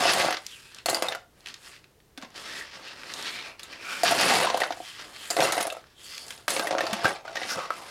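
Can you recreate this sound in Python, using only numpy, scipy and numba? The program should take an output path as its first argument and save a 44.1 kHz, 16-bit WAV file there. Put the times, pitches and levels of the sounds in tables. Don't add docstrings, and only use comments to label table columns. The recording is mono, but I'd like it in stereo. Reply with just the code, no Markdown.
import sys
import numpy as np
from scipy import signal
from scipy.fft import rfft, irfft, next_fast_len
from scipy.io import wavfile
from scipy.ndimage import uniform_filter1d
from numba import njit

SR = 44100
rng = np.random.default_rng(int(sys.argv[2]) if len(sys.argv) > 2 else 0)


def int16_out(signal):
    q = np.round(np.clip(np.atleast_2d(signal).T, -1, 1) * 32767)
    wavfile.write(sys.argv[1], SR, q.astype(np.int16))


N = 348390

# frequency in Hz, relative level in dB per Hz.
PLASTIC_COLOUR = [(150, -66), (530, -11.5), (900, -3.5), (1140, -4.0), (1520, 3.5), (1750, -1.5),
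                  (2050, 3.5), (2540, -3), (2850, -0.5), (7500, -8.5), (9750, -21.5), (16500, -120)]
# frequency in Hz, relative level in dB per Hz.
TICK_COLOUR = [(2600, -118.5), (3820, -38.5), (6500, 10), (8060, 12), (8790, 7.5), (9840, 7.0),
               (10900, 4.5), (13600, -2.5), (16000, -15.5)]


def undb(db):
    return 10 ** (np.asarray(db) / 20)


def unit(x):
    return x / np.sqrt(np.mean(x ** 2))


def read(table, hz):
    f, v = np.transpose(table)
    return np.interp(np.log(hz + 1), np.log(f + 1), v)


def response(table, size=2048):
    log_colour = read(table, np.fft.rfftfreq(size, 1 / SR)) * np.log(10) / 20
    cep = irfft(log_colour)
    cep[1:size // 2] *= 2
    cep[size // 2 + 1:] = 0
    h = irfft(np.exp(rfft(cep)))
    return h / np.sqrt(np.sum(h ** 2))


def through(x, h):
    return signal.fftconvolve(x, h)[:N]


def decay(t, t60):
    return np.exp(-np.log(1000) * t / t60)


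@njit
def rings(at, hz, t60, size, n, sr):
    out = np.zeros(n)
    for k in range(len(at)):
        turn = np.exp(complex(-np.log(1000.) / (t60[k] * sr), 2 * np.pi * hz[k] / sr))
        z = size[k] + 0j
        for i in range(at[k], min(n, at[k] + int(t60[k] * sr))):
            z *= turn
            out[i] += z.imag
    return out


@njit
def svf(x, hz, share, sr):
    y, b, l = np.empty(len(x)), 0., 0.
    for i in range(len(x)):
        g = np.tan(np.pi * hz[i] / sr)
        v = (b + g * (x[i] - l)) / (1 + g * (g + share))
        b, l, y[i] = 2 * v - b, l + 2 * g * v, share * v
    return y


def wander(per_s):
    size = int(SR / per_s)
    return unit(uniform_filter1d(uniform_filter1d(rng.standard_normal(N), size), size))


def contacts(per_s, spread_db, t60):
    count = int(per_s * N / SR)
    clicks = np.zeros(N)
    sizes = undb(spread_db * np.minimum(rng.exponential(size=count), 3.5))
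    np.add.at(clicks, rng.integers(0, N, count), sizes)
    fade = decay(np.arange(SR // 10) / SR, t60)
    power = through(clicks ** 2, fade ** 2)
    return unit(np.sqrt(np.abs(power)) * rng.standard_normal(N))


def air():
    # frequency in Hz, relative level in dB per Hz.
    hush_colour = [(12, -37.5), (20, 3), (70, 7.5), (123, 9), (172, 3), (262, 1), (410, 4.5), (660, -4.5),
                   (2140, -11.5), (13200, -18.5), (16000, -22.5)]
    level_db = -61.5
    mid, side = (unit(through(rng.standard_normal(N), response(hush_colour, size=8192))) for _ in range(2))
    side = signal.lfilter(*signal.butter(1, 600, "high", fs=SR), side)
    return undb(level_db) * (mid + 0.58 * side * np.array([[1], [-1]]))


def room(x):
    t60_s, band_hz = 0.24, [380, 6500]
    t = np.arange(SR // 2) / SR
    tail = rng.standard_normal((2, len(t))) * decay(t, t60_s) * np.minimum(t / 0.0004, 1)
    tail = signal.lfilter(*signal.butter(1, band_hz, "band", fs=SR), tail)
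    return np.array([through(x, h / np.sqrt(np.sum(h ** 2))) for h in tail])


def ports(x):
    # frequency in Hz, left minus right level in dB.
    port_db = [(60, 0), (200, -2.5), (380, -3.5), (700, -7), (1290, -4.5), (2380, -1), (4400, 0), (8120, 2),
               (15000, 1.5)]
    # frequency in Hz, lead of the left port in radians.
    port_lead = [(200, -0.55), (520, -0.13), (850, -0.98), (1210, 0.83), (2300, -0.54), (4500, -0.3),
                 (7900, 1.42), (10500, 0.25)]
    size = next_fast_len(N)
    hz = np.fft.rfftfreq(size, 1 / SR)
    half = undb(read(port_db, hz) / 2) * np.exp(.5j * read(port_lead, hz))
    return irfft(rfft(x, size) * np.array([half, 1 / half]), size)[:, :N]


def thuds():
    # start in seconds, relative level in dB, pitch in Hz, time to fade 60 dB in seconds
    # (held to 0.02 s or more).
    bump_rows = [(2.176, -39.5, 273, 0.11), (2.231, -40.5, 235, 0.22), (4.107, -30, 295, 0.081),
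                 (4.263, -12, 270, 0.017), (4.309, -25, 230, 0.086), (5.396, -25, 154, 0.1),
                 (6.588, -33, 198.6, 0.22), (6.927, -26.5, 213, 0.13), (7.046, -13, 118, 0.03),
                 (7.566, -31, 204, 0.024)]
    s, level_db, hz, t60 = np.transpose(bump_rows)
    at = (s * SR).astype(np.int64)
    bumps = rings(at, hz, np.clip(t60, .02, .3), undb(level_db - 1.5), N, 1. * SR)
    uneven = bumps * (1 + 0.69 * wander(97))
    return signal.lfilter(*signal.butter(2, 500, fs=SR), uneven)


def taps():
    # start in seconds, peak level in dB before the mix, centre in Hz.
    tap_rows = [(0.387, -36, 4000), (0.4655, -17, 5000), (0.7467, -25, 4700), (0.786, -28, 3200),
                (1.406, -41, 4500), (1.4598, -25, 2500), (1.471, -25.5, 2580), (1.485, -27, 3180),
                (1.5418, -23, 3400), (1.764, -36.5, 3000), (1.8422, -37, 2350), (2.003, -45, 2380),
                (2.2159, -35, 4000), (2.3042, -40, 5000), (2.3444, -40, 4200), (3.034, -27, 2000),
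                (3.1378, -18, 4200), (3.226, -20, 4500), (5.841, -37.5, 1560), (5.9155, -56, 4400),
                (6.1798, -19, 3600), (6.2826, -25, 5660), (6.325, -29, 3000), (6.3514, -37, 5000),
                (6.378, -32, 3470)]
    t60_s, width = 0.018, 1.2
    t, out = np.arange(SR // 20) / SR, np.zeros(N + SR)
    chatter = rng.standard_normal((len(tap_rows), len(t))) * decay(t, t60_s)
    chatter[:, 0] += 5.
    for (s, db, hz), burst in zip(tap_rows, chatter):
        at = int(s * SR)
        centre = np.full(len(t), 1. * hz)
        click = svf(svf(burst, centre, width, 1. * SR), centre, width, 1. * SR)
        out[at:at + len(t)] += undb(db) * click / np.abs(click).max()
    return out[:N]


def drags():
    # start and end in seconds, start and end pitch in Hz, level in dB before a swell and the mix.
    drag_rows = [(0.472, 0.596, 3800, 2400, -44.5), (0.59, 0.76, 2500, 2760, -55.5),
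                 (2.44, 2.695, 1800, 1830, -42), (2.865, 2.891, 2730, 2780, -37.5),
                 (3.18, 3.575, 2320, 2380, -43.5), (3.798, 4.04, 1380, 1540, -39),
                 (3.767, 4.093, 2350, 2340, -39), (4.786, 4.985, 3200, 3170, -46.5),
                 (5.118, 5.33, 3200, 3220, -46.5), (6.02, 6.31, 4500, 4800, -43),
                 (5.925, 6.305, 3200, 3500, -49.5), (7.474, 7.552, 5230, 5170, -34.5),
                 (7.486, 7.555, 5570, 5570, -38.5), (7.487, 7.553, 1510, 1470, -32.5),
                 (7.547, 7.68, 1310, 1100, -35.5), (7.762, 7.9, 1100, 900, -49)]
    width = .09
    stray = 0.013
    out, grain = np.zeros(N), contacts(1600, 1.2, 0.0091)
    turn = wander(40)
    for start, end, hz0, hz1, db in drag_rows:
        a, b = int(start * SR), int(end * SR)
        pitch = np.linspace(hz0, hz1, b - a) * (1 + stray * turn[a:b])
        tone = unit(svf(grain[a:b], pitch, width, 1. 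* SR))
        out[a:b] += undb(db) * np.sqrt(np.hanning(b - a)) * tone
    return out


def box(push):
    # frequency in Hz, width in Hz, relative level in dB.
    box_modes = [(250, 89, -3.5), (323, 60, 1), (433, 48, -4), (528, 41, 3.5), (653, 60, 9), (731, 51, 7.5),
                 (850, 300, -9)]
    place_db, stray = 3.0, 0.03
    out = np.zeros(len(push))
    for hz, width, db in box_modes:
        struck = push * undb(place_db * wander(12.7))
        centre = hz * (1 + stray * wander(4.4))
        out += undb(db) / np.sqrt(np.pi * width / SR) * svf(struck, centre, width / hz, 1. * SR)
    return undb(-15.5) * signal.lfilter(*signal.butter(2, [304, 870], "band", fs=SR), out)


def knocks():
    # start in seconds, strength in dB, ring of the piece in Hz, then ring, box
    # and bright tick in dB relative to the strength, ahead of each layer's own gain.
    knock_rows = [(0.0543, -16, 2910, -2.5, -1, -27), (0.1346, -12.5, 4450, -4.5, -36, -14),
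                  (0.2464, -25, 5000, 0, 5, -23), (0.2846, -22.5, 1400, 5, 0.5, -22),
                  (0.3066, -20.5, 1770, -9, -3, -14.5), (0.3257, -19.5, 1880, -13, -15.5, -19),
                  (0.344, -28, 5530, -20, -4, -19), (0.3696, -21.5, 1170, -8, -14, -29),
                  (0.8591, -13.5, 4350, -5, -8.5, -12), (0.8854, -19.5, 1730, -15, -4, -21),
                  (0.892, -28, 7140, 6, -39, -3), (0.8984, -16, 4160, 0, -12, -11),
                  (0.9292, -28.5, 4600, -8, 3.5, -20), (0.946, -16, 4770, 2, -24, -12),
                  (1.023, -17, 1256, -10, -4, -13), (1.0849, -18.5, 3620, -3, -12, -18),
                  (1.1218, -20, 1730, -5.5, -10, -26), (1.1493, -23.5, 1420, -2.5, -13.5, -18.5),
                  (2.176, -27.5, 3480, -6, -18, -19), (2.224, -30.5, 1150, -6, -30, -36),
                  (2.2474, -34, 1060, -7, -13, -24), (2.731, -38.5, 1790, -1, -17, -29.5),
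                  (3.5945, -28, 4930, -7, -32, -18.5), (3.6321, -32, 3620, 0, -24, -10),
                  (3.728, -30.5, 2430, -1, -34, -28), (4.0339, -13, 4650, -3, -8, -13),
                  (4.0484, -35, 4730, -3, -7, -20), (4.1099, -18.5, 1320, -3, -5, -11),
                  (4.1205, -18.5, 2100, -14, -0.5, -15), (4.211, -19.5, 2870, 1, -7, -9),
                  (4.4424, -20.5, 1490, 5.5, 0, -28), (4.4702, -21.5, 1020, 8.5, -4, -33),
                  (4.5002, -15, 1070, -3, -12, -40), (4.5446, -19.5, 1070, -6, 2, -32),
                  (4.5735, -19.5, 1020, 0, -9, -16.5), (4.6029, -20.5, 3120, -12, -9.5, -13.5),
                  (4.618, -17, 1940, -1, -5, -35), (4.6354, -15.5, 1440, -5.5, -12.5, -32),
                  (4.7057, -30, 1043, -15, 6.5, -20), (4.7227, -24.5, 1017, -9.5, -11, -26),
                  (4.7714, -43.5, 1040, -4, 8, -17), (4.8024, -40, 4270, -3, 6, -20),
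                  (4.9934, -34, 1550, -14, -23, -26), (5.3037, -24, 4850, 7, -2, -7),
                  (5.308, -17.5, 7350, 0, -20, -20), (5.3662, -15.5, 1120, -7, -5.5, -17.5),
                  (5.3896, -26.5, 1990, -1, -1, -23), (5.4038, -16.5, 1540, -14, -15, -14.5),
                  (5.4234, -18, 1370, -14, -2.5, -23), (5.5223, -23, 2190, -20, -13, -3),
                  (5.5782, -19, 2060, -8, -4, -21), (5.6088, -17.5, 9800, -5, -12.5, -12.5),
                  (5.6275, -18.5, 10100, -1.5, -19, -15), (5.6692, -22, 10200, -2, -9, -14),
                  (5.7009, -28, 2663, -1, -26, -17), (5.7025, -31, 3590, 4.5, -27, -20),
                  (5.7239, -29.5, 1300, -2, -7, -11), (5.7676, -37, 1340, 0, -3, -17),
                  (6.306, -28, 3040, -9, -23, -12), (6.4805, -18, 1540, -18.5, -6.5, -10.5),
                  (6.504, -26.5, 2120, -18, -9.5, -1.5), (6.565, -18, 2170, -10, -7, -20),
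                  (6.5954, -14.5, 1400, -3.5, -4, -18), (6.6712, -20, 1890, -4, -7, -16.5),
                  (6.7082, -21.5, 2100, -13, 1, -42), (6.7264, -22.5, 1035, -2, -3, -35),
                  (6.7506, -25, 1420, 0, 5, -35), (6.7655, -42, 1410, -5, 0, -32),
                  (6.783, -14, 1360, -3, -11, -40), (6.8069, -17, 1810, -3.5, -3.5, -21.5),
                  (6.8349, -23.5, 1040, 1, 0.5, -28), (6.8673, -17.5, 4660, -5.5, -14, -30),
                  (6.931, -19, 1280, -13, -19, -12), (7.0454, -14.5, 1350, 4, -19, -36),
                  (7.0544, -13, 1590, 1, -9, -27), (7.2524, -38.5, 1270, 5.5, 2, -33),
                  (7.2789, -30.5, 1450, -1, -8, -29), (7.3562, -21.5, 4700, -9.5, -7, -26),
                  (7.3685, -20, 1870, -5, -30, -34), (7.3739, -27, 1930, 3, -4, -32),
                  (7.4164, -31, 2000, 3.5, 2, -28), (7.4325, -22.5, 2030, -5, -18, -31),
                  (7.7051, -27.5, 1253, 13, -10, -40), (7.7797, -43, 1060, 11, -28, -22)]
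    chatter_t60_s, crack_s = 0.05, 0.00069
    box_push_s = 0.0044
    s, level_db, hz, ring_db, box_db, tick_db = np.transpose(knock_rows)
    at, t = (s * SR).astype(np.int64), np.arange(SR // 6) / SR
    chatter = rng.standard_normal((len(s), len(t)))
    chatter = chatter / chatter[:, :SR // 200].std(axis=1, keepdims=True)
    crack = undb(5) * np.exp(-t / crack_s)
    shape = decay(t, chatter_t60_s) * np.minimum(t / 0.0022, 1) + crack
    feel = np.array([1 + 0 * t, np.exp(-t / box_push_s), 1 + 0 * t])
    push, ring = np.zeros((3, N + len(t))), np.zeros(N + len(t))
    for k in range(len(s)):
        span = slice(at[k], at[k] + len(t))
        burst = chatter[k] * shape * undb(level_db[k])
        push[:, span] += undb([[-.6 * ring_db[k]], [box_db[k]], [tick_db[k]]]) * burst * feel
        burst[0] += undb(level_db[k] + 23.0)
        push[1, at[k]] += undb(level_db[k] + box_db[k] + 19.0)
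        mode = svf(burst, np.full(len(t), hz[k]), 0.056, 1. * SR)
        ring[span] += undb(ring_db[k]) * np.sqrt(SR / hz[k]) * mode
    body = undb(-11.0) * through(push[0], response(PLASTIC_COLOUR))
    drum = undb(4.5) * box(push[1, :N])
    tick = undb(5) * through(push[2], response(TICK_COLOUR))
    return body + drum + tick + ring[:N]


def heap_levels():
    # peak in seconds, rise and
    # fall in seconds per 20 dB ahead of the brake, rattle in dB, drumming and ticking in dB relative to the rattle.
    swell_rows = [(0.529, 0.56, 0.8, -48.5, -18, 1.5), (.768, 0.043, 0.11, -47, -8, -6),
                  (1.4, 0.13, 0.28, -57.5, -2, -2), (1.477, 0.062, 0.15, -42, -11, -6),
                  (1.67, 0.29, 0.29, -45, -12.5, -0.5), (2.234, 0.092, 0.061, -45.5, 1, -11),
                  (2.361, 0.025, 0.76, -37, -9, -7.5), (2.6, 0.47, 0.13, -38, -8, -3),
                  (2.74, 0.022, 1, -44, -4, -12), (3.2, 0.4, 0.36, -37.5, -5, -4),
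                  (3.33, 0.97, 0.27, -34, -21, -8), (3.5, 0.93, 0.1, -43, -2.5, -12),
                  (3.63, 0.099, 0.23, -43.5, -7.5, -8), (3.73, 0.13, 0.12, -39.5, -7.5, -13),
                  (3.93, 0.28, 0.77, -31, -10.5, -7), (4.258, 0.29, 0.55, -20.5, -4, -8.5),
                  (4.88, 1, 0.54, -43, -21, -2), (5.009, 0.1, 0.74, -38.5, -9.5, -10),
                  (5.27, 0.44, 0.92, -36.5, -19, -2.5), (5.447, 0.1, 0.15, -20, -3, -5.5),
                  (6.05, 0.19, 1, -48, -11, 5), (6.32, 0.44, 0.23, -48.5, -2, 3.5),
                  (7.51, 0.33, 0.36, -34, -8.5, -5), (7.6, 0.13, 0.069, -33.5, 3, -20)]
    # start in seconds, tumbling in seconds, settling in seconds
    # per 20 dB ahead of the brake (held to 0.01 s or more), rattle, drumming and ticking in dB as for the swells.
    pour_rows = [(0, 0.23, 0.21, -23, -1.5, -8), (0.882, 0.06, 0.17, -31, 0.5, -3),
                 (1.035, 0.031, 0.2042, -35, 3, -9), (4.047, 0.25, 0.51, -24.5, -4.5, -6.5),
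                 (4.3, 0.137, 0.08, -25, 0.5, -5), (4.56, 0.12, -0.34, -38, 6.5, -8),
                 (5.309, 0, 0.22, -40.5, 2.5, 10), (5.383, 0, 0.424, -31, 10, -3),
                 (5.529, 0.07, 0.145, -29.5, 0.5, -6), (6.495, .0, 0.43, -28, -4, 1),
                 (6.6, 0, 0.66, -39.5, 11.5, -14), (6.71, 0.041, -0.73, -44, 18, -22),
                 (6.8, 0.3, -0.03, -34.5, -2.5, -15), (7.039, 0.018, 0.21, -27, 0, -7.5),
                 (7.254, 0, 2.5, -45.5, 4, -17), (7.365, 0.037, -1.7, -52, 0, -25),
                 (7.72, 0.33, -2, -45, -13.5, -4.5)]
    landing_s = 0.017
    brake_db = 18.5
    slopes = [1, 0.77, 1.74]
    t = np.arange(0, N / SR + .002, .002)
    moves = [(s, rise, 0, fall, *db) for s, rise, fall, *db in swell_rows]
    moves += [(s, landing_s, *rest) for s, *rest in pour_rows]
    power = 1e-10
    for s, rise, hold, fall, rattle_db, drum_db, tick_db in moves:
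        before = np.maximum(s - t, 0) / max(rise, .003)
        after = np.maximum(t - s - hold, 0) / max(fall, .01)
        down = 20 * (before + after)
        down = down * (1 + (down / brake_db) ** 2)
        peak_db = rattle_db + np.array([[0], [drum_db], [tick_db]])
        power = power + undb(peak_db - np.outer(slopes, down)) ** 2
    return [np.interp(np.arange(N) / SR, t, 10 * np.log10(p)) for p in power]


def heap():
    # frequency in Hz, relative spread in Hz, relative level in dB.
    piece_modes = [(2970, 100, -12), (4750, 130, -9.5), (8160, 170, -11), (9500, 130, 0.5),
                   (10200, 370, -4), (12700, 300, -8.5)]
    # frequency in Hz, relative level in dB per Hz.
    scrape_colour = [(400, -34.5), (900, -0.5), (1870, 0), (3900, -1.5), (5500, -4), (6600, -10),
                     (9500, -18), (16500, -67)]
    # frequency in Hz, relative level in dB per Hz.
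    mat_colour = [(60, -13), (250, -4.5), (750, -4), (1150, -5), (2500, -51.5)]
    scrape_hz, scrape_stray = [1900., 3000., 4600.], .08

    rattle_db, low_db, tick_db = heap_levels()
    loose = np.clip(0.5 + (low_db - rattle_db) / 16, .03, .8)
    slide_share, tumble_share = np.sqrt(1 - loose), np.sqrt(loose)
    slide, tumble = contacts(3000, 1.0, 0.0074), contacts(320, 3.7, 0.01)
    push = slide_share * slide + tumble_share * tumble

    when, where, length, strength, pick, kind = rng.random((6000, 6)).T
    mode = np.array(piece_modes)[(pick * len(piece_modes)).astype(int)]
    shared = kind < .4
    pitch = np.where(shared, mode[:, 0] + 1.68 * mode[:, 1] * (where - .5), 1200 * 8 ** where)
    ring_db = np.where(shared, mode[:, 2], read(PLASTIC_COLOUR, pitch))
    size = undb(ring_db - 2.0 * np.log(strength + 0.0015))
    t60 = (0.048 + 0.058 * length) * np.where(shared, .45, 1)
    at = (when * N).astype(np.int64)
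    ring, glint = (unit(rings(at[m], pitch[m], t60[m], size[m], N, 1. * SR)) for m in (~shared, shared))

    colour = sum(svf(slide, hz * (1 + scrape_stray * wander(5.9)), 0.26, 1. * SR) for hz in scrape_hz)
    scrape = (slide + undb(-7.5) * unit(colour)) * undb(3.14 * wander(31))
    rattle = through(slide_share * scrape, response(scrape_colour))
    rattle += through(tumble_share * tumble, response(PLASTIC_COLOUR))
    rattle += undb(2.5) * tumble_share * ring

    low = undb(low_db - 1.5) * push
    inside = np.clip(1.29 * loose - .15, 0, 1)
    drum = box(np.sqrt(inside) * low)
    drum += undb(-1.5) * through(np.sqrt(1 - inside) * low, response(mat_colour))

    edges = push * np.sign(rng.standard_normal(N))
    tick = through(edges, response(TICK_COLOUR)) + undb(1.5) * tumble_share * glint
    return undb(rattle_db - 7.5) * rattle + drum + undb(tick_db - 6.0) * tick


def scene():
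    pieces = heap() + drags() + knocks() + thuds() + taps()
    pieces = signal.lfilter(*signal.butter(2, 122, "high", fs=SR), pieces)
    return undb(-1.73) * ports(pieces) + undb(-11.5) * room(pieces) + air()


def record(dry):
    rounded = np.tanh(2.0 * dry) / 1.862
    top_hz = 16200
    return signal.sosfilt(signal.ellip(10, .2, 80, top_hz, fs=SR, output="sos"), rounded)


dry = scene()
out = record(dry)
int16_out(out)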